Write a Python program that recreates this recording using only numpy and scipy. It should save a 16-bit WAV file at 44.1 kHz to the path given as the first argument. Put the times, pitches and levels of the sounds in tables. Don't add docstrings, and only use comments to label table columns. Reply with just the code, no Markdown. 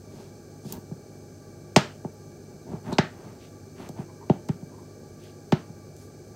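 import sys
import numpy as np
from scipy import signal
from scipy.fft import rfft, irfft
from scipy.io import wavfile

SR = 44100
rng = np.random.default_rng(int(sys.argv[2]) if len(sys.argv) > 2 else 0)


def to_wav(s):
    ch = np.atleast_2d(s).T
    pcm = np.round(np.clip(ch, -1, 1) * 32767)
    wavfile.write(sys.argv[1], SR, pcm.astype(np.int16))


N = 280035
TIME = np.arange(N) / SR
SHORT = TIME[:SR // 4]
SHORT_HZ = np.fft.rfftfreq(len(SHORT), 1 / SR) + 1

# f/Hz, rms level/dB
MAINS_TONES = [(50, -74), (100, -53), (150, -55), (200, -65.5), (250, -58), (350, -59.5)]
# f/Hz, width/Hz, rms level/dB
FAN_WHINES = [(390.5, 110, -54.5), (614, 17, -66.5), (827, 23, -67), (1168.6, 48, -68), (1603, 170, -70),
              (2312, 100, -71.5)]
# f/Hz, gain/dB
FAN_COLOUR = [(20, -24), (45, -13.5), (85, 1), (150, 1.5), (400, -2), (600, -8), (800, -13.5), (1000, -27),
              (1400, -22.5), (1950, -36), (3500, -40), (8000, -59)]
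FAN_DB = -49

# start t/s, end t/s, level/dB before the room, centre f/Hz
RUBS = [(.056, 0.327, -66, 4300), (0.618, 0.782, -55, 5240), (2.91, 2.953, -64, 2980),
        (3.382, 3.506, -61.5, 2880), (3.753, 3.89, -77, 3300), (5.177, 5.34, -62.5, 3070),
        (5.941, 6.095, -64, 6420)]
RUB_OCTAVES = 0.99
# start t/s, end t/s, shudder level/dB, scrape level/dB
DRAGS = [(0.062, 0.337, -50.5, -70.5), (0.674, 0.81, -43, -61), (2.646, 2.812, -41.5, -62.5),
         (2.827, 2.976, -37, -52), (3.092, 3.414, -49, -61.5), (3.746, 3.914, -46, -53.5),
         (3.948, 4.051, -43, -57)]
SCRAPE_HZ, SCRAPE_OCTAVES = 840, 1.44
# start t/s, end t/s, level/dB before
# the room, pitch f/Hz
SQUEAKS = [(2.917, 2.958, -50, 4100), (4.072, 4.127, -59.5, 990), (4.198, 4.262, -54.5, 960),
           (4.687, 4.857, -60.5, 970)]
SQUEAK_OCTAVES, SQUEAK_OVERTONE_DB = 0.17, -21.5
SWELL = 0.6

# t/s, thump level/dB, contact corner f/Hz (low is soft), face that hits
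KNOCKS = [ (.646, 17.5, 208, "base"), (.66, 17.5, 200, "base"), (0.774, 13, 246, "base"),
          (.911, 22.5, 178, "base"), (1.7619, 37.5, 876, "side"), (1.7828, 21.5, 1010, "side"),
          (2.046, 20.5, 460, "side"), (2.686, 10, 350, "base"), (2.731, 20, 267, "base"),
          (2.9213, 22.5, 450, "rim"), (2.984, 34, 585, "edge"), (3.8905, 14.5, 463, "rim"),
          (3.986, 24, 188, "slant"), (4.2966, 36.5, 453, "base"), (4.489, 34, 166, "slant"),
          (4.622, 17, 200, "base"), (5.522, 36.5, 342, "slant"), (5.692, 13, 240, "base")]
FACES = {"side": (-29.5, 6401, 2992.5, -5), "edge": (-25, 6100, 1878, 3.5), "base": (-40.5, 3400, 3035, -4),
         "slant": (-25, 3800, 828, 10), "rim": (-24, 6500, 932, 12)}
FIRM_DB, FIRM_CONTACT_HZ = 36, 450
CLACK_DB_PER_OCTAVE = 11.5
BRIGHTEN_OCTAVES_PER_DB = 0.19
# f/Hz, width/Hz, level/dB
TABLE_MODES = [(157.8, 52.4, 0.5), (208, 93, -3), (366, 61, -3.5), (456, 23, -22), (606.4, 70, -4.5),
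               (694, 80, -6), (790, 41, -1), (878, 23, 0.5)]
# f/Hz, width/Hz, level/dB
CAN_MODES = [(1060, 60, -10), (1250, 51, -3.5), (1484, 55, 4.5), (1800, 40, 3), (2210, 57, -11),
             (2990, 130, -1.5), (3600, 170, -8), (4430, 200, 0.5), (5200, 170, 2.5)]
# f/Hz, gain/dB
CLACK_COLOUR = [(400, -16.5), (900, 1.5), (1400, 1), (3500, -3.5), (6000, -3.5), (8500, -7), (9900, -26.5),
                (11500, -13.5), (15000, -16)]

# t/s, level/dB before colouring, corner f/Hz
FLICKS = [(0.724, -7.5, 19000), (2.9273, -6.5, 5000), (3.889, -15, 8400), (4.4866, -13.5, 7700),
          (5.2366, -29, 9050), (5.521, -22, 16000), (5.965, -23, 8940)]
# f/Hz, gain/dB
FLICK_COLOUR = [(1000, -41), (3500, -7), (5500, -2), (8000, 1.5), (10000, -10), (13000, 4), (15500, 3)]

# f/Hz, gain/dB
ROOM_COLOUR = [(100, -7.5), (300, -4), (600, -3), (950, -7), (1300, 1.5), (2000, -2.5), (4500, -3.5),
               (8000, -10), (15000, -5)]
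ROOM_T60_S, ROOM_DB, FIRST_ECHO_S = 0.29, -8.5, 0.0083

# f/Hz, gain/dB
HISS_COLOUR = [(1500, -10.5), (3500, -12.5), (4400, -0.5), (5600, -3), (6300, 4), (6900, -5.5),
               (7500, -2.5), (8700, -5.5), (9400, -13), (15000, -12)]
HISS_DB, CUTOFF_HZ = -60.5, 15700


def from_db(db):
    return 10 ** (np.asarray(db) / 20)


def rms_one(x):
    return x / np.sqrt(np.mean(x ** 2) + 1e-20)


def add(track, s, sound):
    i = round(s * SR)
    track[i:i + len(sound)] += sound[:N - i]


def between(x, start, end):
    return x[round(start * SR):round(end * SR)]


def colour(x, points):
    hz, db = np.transpose(points)
    bins = np.fft.rfftfreq(len(x), 1 / SR) + 1
    gain = from_db(np.interp(np.log(bins), np.log(hz), db))
    return irfft(rfft(x) * gain, len(x))


def soften(x, corner_hz):
    corner_hz = min(corner_hz, SR / 2 - 100)
    return signal.sosfilt(signal.butter(2, corner_hz, fs=SR, output="sos"), x)


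def resonate(x, hz, width):
    r = np.exp(-np.pi * width / SR)
    forward = np.array([1, 0, -1]) * (1 - r * r) / 2
    feedback = [1, -2 * r * np.cos(2 * np.pi * hz / SR), r * r]
    return signal.lfilter(forward, feedback, x + 1e-18)


def hump(x, centre_hz, octaves):
    bins = np.fft.rfftfreq(len(x), 1 / SR) + 1
    away = np.log2(bins / centre_hz) / octaves
    return irfft(rfft(x) / (1 + away ** 2 / 2) ** 2, len(x))


def background():
    out = from_db(FAN_DB) * rms_one(colour(rng.standard_normal(N), FAN_COLOUR))
    for hz, db in MAINS_TONES:
        tone = np.sin(2 * np.pi * (hz * TIME + rng.random()))
        out += from_db(db) * rms_one(tone)
    for hz, width, db in FAN_WHINES:
        whine = resonate(resonate(rng.standard_normal(N), hz, width), hz, width)
        out += from_db(db) * rms_one(whine)
    return out


def grainy(rough_db, grain_hz):
    catch = rms_one(soften(rng.standard_normal(N), grain_hz))
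    return rng.standard_normal(N) * from_db(rough_db * catch)


def table(force):
    return sum(from_db(db) * resonate(force, hz, width) for hz, width, db in TABLE_MODES)


def movement(x, db):
    speed = rms_one(np.hanning(len(x)) ** SWELL)
    return from_db(db) * speed * rms_one(x)


def strokes(mat_hz):
    out = np.zeros(N)
    shudder = soften(table(grainy(rough_db=1.5, grain_hz=69.5)), mat_hz)
    grip = from_db(0.64 * rms_one(soften(rng.standard_normal(N), 40)))
    friction = grip * grainy(rough_db=3.3, grain_hz=700)
    for start, end, db, centre_hz in RUBS:
        rub = hump(between(friction, start, end), centre_hz, RUB_OCTAVES)
        add(out, start, movement(rub, db))
    for start, end, shudder_db, scrape_db in DRAGS:
        scrape = hump(between(friction, start, end), SCRAPE_HZ, SCRAPE_OCTAVES)
        add(out, start, movement(between(shudder, start, end), shudder_db))
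        add(out, start, movement(scrape, scrape_db))
    for start, end, db, hz in SQUEAKS:
        slip = between(friction, start, end)
        overtone = from_db(SQUEAK_OVERTONE_DB) * hump(slip, 2 * hz, SQUEAK_OCTAVES)
        add(out, start, movement(hump(slip, hz, SQUEAK_OCTAVES) + overtone, db))
    return out


def room(x):
    t = TIME[:SR // 2]
    build_up = 1 - np.exp(-(t / FIRST_ECHO_S) ** 4)
    fade = np.exp(-np.log(1000) * t / ROOM_T60_S)
    tail = rng.standard_normal(len(t)) * build_up * fade
    echoes = colour(tail / np.linalg.norm(tail), ROOM_COLOUR)
    return from_db(ROOM_DB) * signal.fftconvolve(x, echoes)


def burst(decay_s, points):
    lead = SR // 200
    fade = np.exp(-SHORT / decay_s)
    x = rng.standard_normal(len(SHORT))
    for _ in range(3):
        spectrum = rfft(x * fade)
        x = irfft(spectrum / np.abs(spectrum), len(SHORT))
    x = x * fade
    return colour(np.pad(x / np.linalg.norm(x), (lead, 0)), points)[lead:]


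def bending_wave(lag_s, at_hz, steepness):
    delay = lag_s * (at_hz / np.maximum(SHORT_HZ, at_hz / 2)) ** steepness
    phase = 2 * np.pi * np.cumsum(delay) * SR / len(SHORT)
    return irfft(np.exp(-1j * phase), len(SHORT))


def knocks(ring_db, scatter_db, low_cut_hz, mat_cut_hz, focus_share, squash_s, thump_room_db):
    out = np.zeros(N)
    wave = table(bending_wave(lag_s=0.006886, at_hz=203.6, steepness=1.05))
    wave = signal.sosfilt(signal.butter(2, low_cut_hz, "high", fs=SR, output="sos"), wave)
    wave = signal.sosfilt(signal.butter(3, mat_cut_hz, fs=SR, output="sos"), wave)
    click = signal.unit_impulse(len(SHORT))
    ring = np.zeros(len(SHORT))
    for k, (hz, width, db) in enumerate(CAN_MODES):
        ring += (-1) ** k * from_db(db) * resonate(click, hz, width)
    for s, thump_db, contact_hz, face in KNOCKS:
        face_db, face_hz, focus_hz, focus_db = FACES[face]
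        hardness_octaves = np.log2(contact_hz / FIRM_CONTACT_HZ)
        clack_db = thump_db + face_db + CLACK_DB_PER_OCTAVE * hardness_octaves
        clack_hz = face_hz * 2 ** (BRIGHTEN_OCTAVES_PER_DB * (thump_db - FIRM_DB))
        clack = from_db(scatter_db) * colour(room(click), CLACK_COLOUR)
        add(clack, 0, burst(decay_s=0.018, points=CLACK_COLOUR) + from_db(ring_db) * ring)
        clack = clack + from_db(focus_db) * resonate(clack, focus_hz, focus_share * focus_hz)
        thump = from_db(thump_db) * soften(wave, contact_hz)
        add(out, s, from_db(clack_db) * soften(clack, clack_hz))
        add(out, s + squash_s, thump)
        add(out, s + squash_s, from_db(thump_room_db) * room(thump))
    return out


def flicks():
    out = np.zeros(N)
    for s, db, corner_hz in FLICKS:
        snap = burst(decay_s=0.01, points=FLICK_COLOUR)
        add(out, s, from_db(db) * soften(snap, corner_hz))
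    return out


def scene():
    fingers = strokes(mat_hz=467) + flicks()
    landings = knocks(ring_db=-2.5, scatter_db=4.0, low_cut_hz=124, mat_cut_hz=960,
                      focus_share=0.12, squash_s=0.0011, thump_room_db=-1.5)
    mono = background() + fingers + room(fingers)[:N] + landings
    return np.array([mono, mono])


def record(dry):
    mid = rms_one(colour(rng.standard_normal(N), HISS_COLOUR))
    side = rms_one(colour(rng.standard_normal(N), HISS_COLOUR))
    left_right = np.array([[1], [-1]])
    heard = dry + from_db(HISS_DB) * (mid + from_db(-13.0) * side * left_right)
    rounded = heard / (1 + (heard / 0.96) ** 6) ** (1 / 6)
    return signal.sosfilt(signal.ellip(10, 0.1, 80, CUTOFF_HZ, fs=SR, output="sos"), rounded)


dry = scene()
out = record(dry)
to_wav(out)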